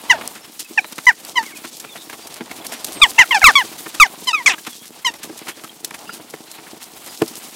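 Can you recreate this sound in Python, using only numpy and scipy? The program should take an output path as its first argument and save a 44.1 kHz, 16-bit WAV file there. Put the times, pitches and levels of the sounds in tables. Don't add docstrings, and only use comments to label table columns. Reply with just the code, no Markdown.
import sys
import numpy as np
from scipy import signal
from scipy.fft import rfft, irfft, next_fast_len
from scipy.io import wavfile
from scipy.ndimage import uniform_filter1d

SR = 44100
rng = np.random.default_rng(int(sys.argv[2]) if len(sys.argv) > 2 else 0)


def voltage_ratio(decibels):
    exponent = np.asarray(decibels, float) / 20
    return 10 ** exponent


def unload_wav(signal):
    wavfile.write(
        sys.argv[1],
        SR,
        np.round(np.clip(np.atleast_2d(signal).T, -1, 1) * 32767).astype(np.int16),
    )


N = 332955


def band(x, lo_hz, hi_hz):
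    y = signal.sosfilt(signal.butter(2, [lo_hz, hi_hz], "band", fs=SR, output="sos"), x)
    return y / np.std(y)


def walk(rate):
    hold = int(SR / rate)
    steps = np.repeat(rng.standard_normal(N // hold + 1), hold)
    y = uniform_filter1d(uniform_filter1d(steps, hold), hold)[:N]
    return y / np.std(y)


def grit(per_s, spread_db):
    size_db = spread_db * np.minimum(rng.exponential(size=N), 3)
    return (rng.random(N) < per_s / SR) * rng.standard_normal(N) * voltage_ratio(size_db)


def add(out, start_s, sound):
    i = int(start_s * SR)
    out[i:i + len(sound)] += sound[:len(out) - i]


# [f/Hz, relative level/dB]
MOUTH_COLOUR = [(3000, 12), (4300, 5), (5600, 8.5), (7500, -3.5), (9000, -6.5), (15000, -17)]


def throat_and_mouth(hz, phase, throat, high_db, patchy, i):
    mouth_hz, mouth_db = np.transpose(MOUTH_COLOUR)
    tone = np.zeros(len(i))
    for k in range(1, 13):
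        uneven = patchy[i - 2000 * k]
        if k <= 3:
            above = np.log2(k * hz / 1000) - throat
            slope_db = np.where(above > 0, 31, 27.5)
            away = np.hypot(above, .18) - .18
            gain = voltage_ratio(2.5 * uneven - slope_db * away)
        else:
            colour_db = np.interp(np.log(k * hz), np.log(mouth_hz), mouth_db)
            gain = voltage_ratio(high_db + 4 * uneven + colour_db)
        tone += gain * np.sin(k * phase + k * k)
    return tone


# [t/s, f/Hz of the pitch, effort level/dB, throat resonance/octaves above 1 kHz]
CALLS = [
    [(.093, 1003, -13.5, 2), (.106, 1011, -1, 0.75), (.116, 934, 0, 1.36), (.134, 742, -16, 0.43),
     (.16, 586, -28, -1.3)],
    [(.132, 965, -19, .9), (.15, 925, -27, 0.66), (.178, 800, -38, 0.83)],
    [(.773, 934, -0.5, 0.78), (.783, 861, -7.5, 1.04), (.793, 774, -5, 1.4), (.81, 690, -36, 2.3)],
    [(1.066, 1022, 4.5, 0.75), (1.078, 1014, -0.5, 0.84), (1.09, 978, 4.5, 0.82), (1.101, 877, -5, 0.66),
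     (1.118, 685, -23, 0.74)],
    [(1.353, 1044, -19, 1.5), (1.366, 1028, -12.5, 1.2), (1.377, 998, -6.5, 1.4), (1.39, 942, -9, 0.51),
     (1.415, 880, -21, 0.47), (1.435, 870, -45, .6)],
    [(1.452, 1020, -39, 1), (1.465, 1120, -31, 0.99), (1.495, 960, -42, 1.2), (1.53, 760, -44, .6)],
    [(3.014, 1243, 5, 1.74), (3.025, 1192, -1, 1.44), (3.036, 1142, 4, 1.68), (3.048, 983, -9, 1.28),
     (3.07, 775, -20, 0.066)],
    [(3.178, 916, -3.5, 1.4), (3.195, 921, -6.5, 1.16), (3.212, 860, -23.5, 0.74)],
    [(3.186, 1080, 0.5, 1.04), (3.198, 1029, 1, 1.18), (3.21, 980, 1, 0.92), (3.222, 871, -2.5, 1.12),
     (3.246, 644, -26, .3)],
    [(3.306, 1122, -4, 1.2), (3.318, 1028, -7, 1.34), (3.329, 952, -7, 1.2), (3.345, 847, -18.5, 1.25),
     (3.385, 660, -28, 0.65)],
    [(3.342, 923, -5, 0.34), (3.353, 871, -9, 0.93), (3.376, 760, -14.5, 1), (3.387, 714, -27, 0.5)],
    [(3.415, 865, -1, 0.76), (3.424, 768, -12, 0.93), (3.433, 700, -6.5, 1.1), (3.44, 686, -24, 1)],
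    [(3.44, 1386, 18.5, 0.9), (3.452, 1290, -2.5, 1.55), (3.472, 1100, 12, 0.92), (3.483, 1015, -5, 0.94),
     (3.494, 903, -7, .9), (3.515, 714, -16.5, .5)],
    [(3.476, 1165, -18.5, .2), (3.487, 1244, -4, .3), (3.508, 1050, -22.5, .1)],
    [(3.553, 1162, -1, 1.5), (3.564, 1134, -3, 1.5), (3.574, 1124, -6.5, 1.3), (3.587, 1057, -6, 1.22),
     (3.609, 936, -16, 1.18), (3.632, 730, -27, 0.23)],
    [(3.998, 1338, 2.5, 1.07), (4.008, 1273, 7.5, 1.04), (4.017, 1207, 7, 0.77), (4.029, 1107, 4, 1.05),
     (4.045, 948, -15.5, 0.79), (4.07, 702, -19, 0.12)],
    [(4.269, 1046, -23, 1.6), (4.28, 1040, -14, 1.63), (4.291, 996, -12, 1.6), (4.302, 978, -22, 1.2),
     (4.322, 857, -23, 1.55)],
    [(4.328, 1300, -9, 1.4), (4.339, 1290, -5.5, 0.84), (4.349, 1242, -4.5, 1.1), (4.36, 1178, -13, 0.87),
     (4.371, 1150, -20, 1.38), (4.414, 950, -21.5, 0.43), (4.435, 900, -46, .8)],
    [(4.459, 1240, -3, 0.99), (4.47, 1119, -7, 1.38), (4.482, 1034, -6, 0.95), (4.491, 990, -10, 0.32),
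     (4.502, 893, -15, 1.4), (4.525, 787, -24, 1.5)],
    [(4.492, 452, -28, -.3), (4.52, 368, -27.5, -0.15), (4.55, 294, -30, -.3)],
    [(5.045, 1070, -9, 0.87), (5.057, 1033, -17, 1.3), (5.069, 1003, -11.5, 1.67), (5.085, 920, -18, 1.05),
     (5.105, 920, -30.5, 1.33)],
]
# [attack t/ms, fundamental level/dB, higher harmonics level/dB,
#  roughness level/dB (hiss follows it), half-pitch lines level/dB]
CALL_VOICES = [(6.8, -12, -27.5, -21.5, -14), (4, 0, -31, -18, -14), (6.2, -14, -33.5, -25, -20),
               (4.6, -16, -34.5, -25, -21), (5.7, -6.5, -27.5, -22.5, -11), (6, -26, -32, -22, -20),
               (6.4, -8, -30, -22, -18), (7.4, -4.5, -35.5, -16, -11), (4, -14.5, -28, -17, -14),
               (5.5, -9, -35, -16, -18), (4.1, -1, -21.5, -26, -28), (3.4, -9, -40, -26.5, -10),
               (1.9, -8, -19, -24, -10), (5.06, -15.5, -33, -24, -7.5), (2.4, -5.5, -23.5, -28, -11),
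               (2.7, -9, -22, -25.5, -12), (4, -4.5, -12.5, -21, -20), (4.9, -14.5, -30.5, -24, -12),
               (2.4, -22, -19, -8, -11), (8.8, -12, -11.5, -13, -24), (5.7, -5.5, -15.5, -22.5, -13)]


def jackdaws():
    out = np.zeros(N)
    flutter, waver = band(rng.standard_normal(N), 61, 550), walk(250)
    breath, patchy = band(rng.standard_normal(N), 5200, 8000), walk(110)
    release_s = .0033
    for rows, voice in zip(CALLS, CALL_VOICES):
        attack_ms, first_db, high_db, rasp_db, half_db = voice
        s, *columns = np.transpose(rows)
        i = np.arange(int(s[0] * SR), int(s[-1] * SR))
        t = i / SR
        curves = [np.interp(t, s, column) for column in columns]
        hz, effort_db, throat = (uniform_filter1d(c, size=130, mode="nearest") for c in curves)
        phase = 2 * np.pi * np.cumsum(hz * (1 + .013 * waver[i])) / SR
        along = np.linspace(0, 1, len(i))
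        high_db = high_db - 5.5 * along
        tone = voltage_ratio(first_db + 6 * (along - .5)) * np.sin(phase + 1)
        tone += throat_and_mouth(hz, phase, throat, high_db, patchy, i)
        doubling = voltage_ratio(half_db) * along ** 2 * np.cos(phase / 2)
        hoarse = voltage_ratio(rasp_db) * np.linspace(.5, 2, len(i)) * flutter[i]
        hiss = voltage_ratio(high_db + rasp_db + 15) * breath[i]
        attack = np.clip((t - s[0]) * 1000 / attack_ms, 0, 1) ** 2
        release = np.clip((s[-1] - t) / release_s, 0, 1)
        call = tone * (1 + hoarse + doubling) + hiss
        add(out, s[0], call * voltage_ratio(effort_db) * attack * release)
    return out


# [f/Hz, relative level/dB, t/s to fade by 60 dB]
TRAY_NOTES = [(246, -3, 0.11), (329, 9, 0.043), (424, 3, 0.049), (630, 10.5, 0.0073), (950, -24, 0.083)]


def tray_knock(push):
    t = np.arange(int(.15 * SR)) / SR
    ring = sum(voltage_ratio(db) * np.sin(2 * np.pi * hz * t) * 1000 ** (-t / t60) for hz, db, t60 in TRAY_NOTES)
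    ring = ring / np.sqrt(np.sum(ring ** 2))
    claws = voltage_ratio(-29) * grit(110, 3.44)
    knock = signal.fftconvolve(push * rng.standard_normal(N) + claws, ring)[:N]
    knock = signal.sosfilt(signal.butter(3, 150, "high", fs=SR, output="sos"), knock)
    return voltage_ratio(2.5) * knock


# [t/s, time scale t/ms, level/dB before the boost for long ones,
# lightness (about 0 knocks the tray, 1 scrapes it, 2 rattles seed)]
CONTACTS = [(.211, 8.1, -27.5, 1), (.276, 1.75, -19, 2), (.318, 16, -30, 3.1), (.341, 33, -36, 1.4),
            (0.59, 19, -24.5, 2.12), (0.706, 9.3, -36.5, -0.2), (0.84, 14, -34.5, 1.1),
            (0.922, 8.4, -29.5, 1.5), (.956, 9.7, -24, 3.1), (.979, 11.2, -26.5, 1.2), (1.054, 8.4, -20, 3),
            (1.249, 3.3, -23, 2.4), (1.422, 17.5, -31, 1.4), (1.565, 17, -35.5, 2),
            (1.64, 17.4, -31.5, 1.14), (1.768, 5.5, -30.5, 2.5), (1.797, 10.5, -28, 2.1),
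            (1.84, 15, -36, 1), (1.952, 21, -34, 1.3), (2.094, 11, -33, 1.1), (2.126, 15, -31, 1.3),
            (2.27, 7.6, -29, 2), (2.34, 6.9, -29, 2.45), (2.352, 21, -38.5, 1.5), (2.405, 12.8, -26.5, 0.4),
            (2.51, 11, -34, 1.3), (2.553, 21, -24.5, 3.1), (2.665, 6.6, -22.5, 2.64),
            (2.714, 24.4, -28.5, 1.6), (2.844, 6.3, -16.5, 2.2), (2.854, 26, -14, 3.3),
            (2.883, 6.5, -36.5, 1.5), (2.913, 28, -24.5, 2.7), (3.093, 18, -15.5, 3),
            (3.635, 20, -36.5, 0.3), (3.802, 11, -42, 0.2), (3.859, 13, -27, 0.56), (3.939, 18, -27.5, 1.4),
            (4.205, 8, -31.5, 3), (4.219, 9.3, -34, -0.5), (4.58, 9, -36, 1.5), (4.664, 14.4, -24, 1.2),
            (4.76, 14.5, -27, 3), (4.848, 29, -39, 2), (5.137, 7.8, -33, 1.2), (5.226, 20, -29, 1.8),
            (5.292, 12, -30, 0.05), (5.364, 25, -34.5, 2), (5.464, 16.3, -34.5, 1.1),
            (5.478, 20.3, -25, 1.5), (5.568, 20, -40.5, 0.4), (5.634, 16.3, -33.5, 1.4),
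            (5.845, 7.8, -23, 2), (5.872, 12, -29.5, 3.1), (5.907, 7.6, -32.5, 1.1),
            (5.938, 15.4, -30.5, 1.5), (6.091, 13, -35.5, 1.0), (6.129, 24, -31.5, 2),
            (6.196, 12, -36, 0.1), (6.296, 19, -40, 2), (6.336, 9.2, -26.5, 0.4), (6.513, 8.8, -34.5, 2),
            (6.578, 16, -38.5, 1), (6.658, 21, -41.5, 0.8), (6.73, 7.8, -32.5, -0.7),
            (6.818, 24, -32.5, 2.5), (7.052, 28, -33, 1.74), (7.124, 22, -21.5, 3.5),
            (7.213, 16.3, -16, -0.17), (7.219, 5.1, -20, 1.5), (7.275, 15.5, -25, 2.7),
            (7.285, 34, -37, -0.9), (7.354, 5.4, -20.5, 3)]
LIGHTNESS_LOSS = [5.5, 13.5, 12]


def scuffle():
    push, scrape, rattle = np.zeros((3, N))
    grains = rng.standard_normal(N) + 2.34 * grit(2500, 5.6)
    for s, ms, db, lightness in CONTACTS:
        t = np.arange(0, 4, 1000 / (ms * SR))
        rise = 1 - np.exp(-(t / (.039 + ms / 45)) ** 2)
        shape = rise * np.exp(-t / .56) * (2 + ms / 9)
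        centre_hz = 1390 * 2 ** (.37 * (np.clip(lightness, 0, 2) - 1))
        lo_hz, hi_hz = centre_hz * 2 ** (.87 * np.array([-1, 1]))
        rub = band(np.resize(grains[int(s * SR):], len(t) + 2000), lo_hz, hi_hz)[2000:]
        layers = [(push, shape), (scrape, shape * rub), (rattle, shape)]
        for step, (out, sound) in enumerate(layers):
            loss_db = LIGHTNESS_LOSS[step] * (step - lightness) ** 2
            add(out, s, voltage_ratio(db - loss_db) * sound)
    return tray_knock(push) + scrape + rattle * band(grains, 3400, 12500)


# [t/s, relative level/dB, f/Hz of the lower note]
TAPS = [(0.85, -27, 617), (1.644, -25, 770), (1.954, -20.5, 690), (2.512, -16.5, 2180), (2.614, -25, 3370),
        (2.651, -23, 1750), (2.722, -18.5, 670), (4.581, -21, 1650), (4.729, -29, 3390), (5.296, -25, 775),
        (5.574, -34, 608), (5.645, -19.5, 1290), (5.694, -23.5, 3210), (5.907, -35, 2270),
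        (5.942, -26, 1870), (6.093, -12, 1400)]


def pecks():
    out, t = np.zeros(N), np.arange(int(.06 * SR)) / SR
    rise_s, t60_s = .0015, .025
    for (s, db, hz), turn in zip(TAPS, rng.random(len(TAPS))):
        pair = np.sin(2 * np.pi * hz * t) + .25 * np.sin(2 * np.pi * (1.2 * hz * t + turn))
        add(out, s, voltage_ratio(db - 1) * pair * (1 - np.exp(-t / rise_s)) * 1000 ** (-t / t60_s))
    return out


# [t/s, seed and feather relative level/dB,
# weight of wings and feet relative to it, level/dB]
FLOCK_BUSTLE = [(0.0, -42, -2), (.2, -39.5, 6.5), (.42, -46.5, -3), (.62, -43.5, -10.5), (1.2, -43, -5.5),
                (1.42, -42.5, -4.5), (2.0, -41.5, -8), (2.45, -45, 2.5), (2.8, -40, -1), (3.0, -40, 6),
                (3.2, -35.5, -7.5), (3.6, -35, -3.5), (3.85, -39.5, -5.5), (4.2, -41.5, -3.5),
                (4.6, -42, -6.5), (4.8, -43.5, -14.5), (5.0, -47.5, 1), (5.4, -43.5, -2),
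                (5.8, -46.5, -5.5), (6.0, -46, 2), (6.5, -46, -4.5), (7.0, -43, -2), (7.2, -40.5, -7.5),
                (7.5, -41, -7)]
# [f/Hz, relative level/dB]
RUSTLE_COLOUR = [(18, -48), (30, -16), (97, -13), (260, -1.5), (490, -4.5), (770, -0.5), (1600, -10.5),
                 (3400, -7), (8800, -9), (15600, -15.5)]


def bustle():
    s, *columns = np.transpose(FLOCK_BUSTLE)
    high_db, weight_db = (np.interp(np.arange(N) / SR, s, c) for c in columns)
    low_db = high_db + weight_db
    mid_db = low_db - 3
    hzs, dbs = np.transpose(RUSTLE_COLOUR)
    size = next_fast_len(N)
    octave = np.log2(np.arange(1, size // 2 + 2) * SR / size)
    colour = voltage_ratio(np.interp(octave, np.log2(hzs), dbs))
    together, out = walk(90), 0
    levels_db = [low_db + 14, low_db + 15.5, mid_db + 18,
                 (mid_db + high_db) / 2 + 17, high_db + 11.5, high_db + 13.5]
    for centre, db in zip(np.arange(6.5, 15, 1.5), levels_db):
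        grain = rng.standard_normal(N) + 1.76 * grit(590, 5.46)
        share = np.sqrt(np.clip(1 - abs(np.maximum(octave, 6.5) - centre) / 1.5, 0, 1))
        part = irfft(rfft(grain / np.std(grain), size) * colour * share, size)[:N]
        out = out + part * voltage_ratio(db + 1.76 * together + 2.54 * walk(60))
    return out + seeds(high_db)


def seeds(level_db):
    out = np.zeros(N)
    for when, pitch, length, size in rng.random((900, 4)):
        t = np.arange(int((.00075 + .0068 * length ** 2) * SR)) / SR
        hz = 900 * 16 ** pitch
        burst = band(rng.standard_normal(len(t)), hz / 1.25, hz * 1.25) * np.exp(-3 * t / t[-1])
        size_db = -8 - 3.5 * np.log(size + .02)
        add(out, when * N / SR, voltage_ratio(level_db[int(when * N)] + size_db) * burst)
    return out


# [start t/s, end t/s, first f/Hz, last f/Hz, level/dB]
FAR_WHISTLES = [(.41, 0.47, 5400, 5300, -47), (.625, .655, 5200, 4900, -48), (.64, .67, 2640, 2600, -42),
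                (1.886, 1.944, 3740, 3400, -39.5), (1.978, 2.098, 5450, 5400, -53),
                (1.515, 1.553, 2400, 2100, -40), (1.554, 1.578, 2630, 2400, -39),
                (2.222, 2.264, 4750, 4750, -44), (5.22, 5.26, 5450, 5400, -48),
                (2.67, 2.793, 5300, 5850, -43), (2.915, 3.097, 8930, 7440, -34.5),
                (4.65, 4.683, 3700, 3600, -52), (4.688, 4.75, 3470, 3340, -44),
                (4.786, 4.865, 3280, 3260, -47), (5.14, 5.208, 5800, 5170, -51),
                (6.93, 6.973, 5000, 5200, -52), (7.085, 7.125, 5070, 4870, -41)]


def songbirds():
    out, waver = np.zeros(N), walk(97)
    faint = []
    for when, length, pitch, glide in rng.random((30, 4)):
        start, first_hz = 7.4 * when, 2500 + 3200 * pitch
        faint.append((start, start + .03 + .03 * length, first_hz, first_hz * (1.04 - .16 * glide), -56))
    for start, end, first_hz, last_hz, db in list(FAR_WHISTLES) + faint:
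        i = np.arange(int(start * SR), int(end * SR))
        hz = np.linspace(first_hz, last_hz, len(i)) * (1 + .008 * waver[i])
        tone = np.sin(2 * np.pi * np.cumsum(hz) / SR)
        add(out, start, voltage_ratio(db) * tone * signal.windows.tukey(len(hz), .4))
    return out * voltage_ratio(2 * walk(70))


# [start t/s, end t/s, middle f/Hz, level/dB]
FAR_CHIRRS = [(0.798, .9, 4000, -47), (1.862, 1.917, 2500, -46), (1.964, 2.049, 3740, -42.5),
              (5.5, 5.56, 3320, -50), (6.057, 6.149, 2790, -45.5), (6.066, 6.154, 4860, -45.5),
              (6.448, 6.6, 4130, -51)]


def chirrs():
    out = np.zeros(N)
    for start, end, hz, db in FAR_CHIRRS:
        buzz = band(rng.standard_normal(N // 20), hz - 150, hz + 150)
        buzz = buzz[-int((end - start) * SR):]
        add(out, start, voltage_ratio(db) * buzz * signal.windows.tukey(len(buzz), .5))
    return out


def yard_echo(near):
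    t60_s, level_db = .08, -33
    t = np.arange(int(.3 * SR)) / SR
    echoes = band(rng.standard_normal(len(t)), 560, 3300) * 1000 ** (-t / t60_s) * (t > .008)
    echoes = echoes / np.sqrt(np.sum(echoes ** 2))
    return voltage_ratio(level_db) * signal.fftconvolve(near, echoes)[:N]


def scene():
    near = jackdaws() + scuffle() + pecks()
    mix = near + yard_echo(near) + bustle() + songbirds() + chirrs()
    return mix[None]


def roll_off(x):
    return signal.sosfilt(signal.butter(12, 15790, fs=SR, output="sos"), x)


def record(dry):
    x = signal.sosfilt(signal.butter(1, 40, "high", fs=SR, output="sos"), dry)
    x = np.clip(x, -1, 1)
    x = signal.sosfilt(signal.ellip(10, .2, 70, 15800, fs=SR, output="sos"), x)
    return roll_off(x)


dry = scene()
out = record(dry)
unload_wav(out)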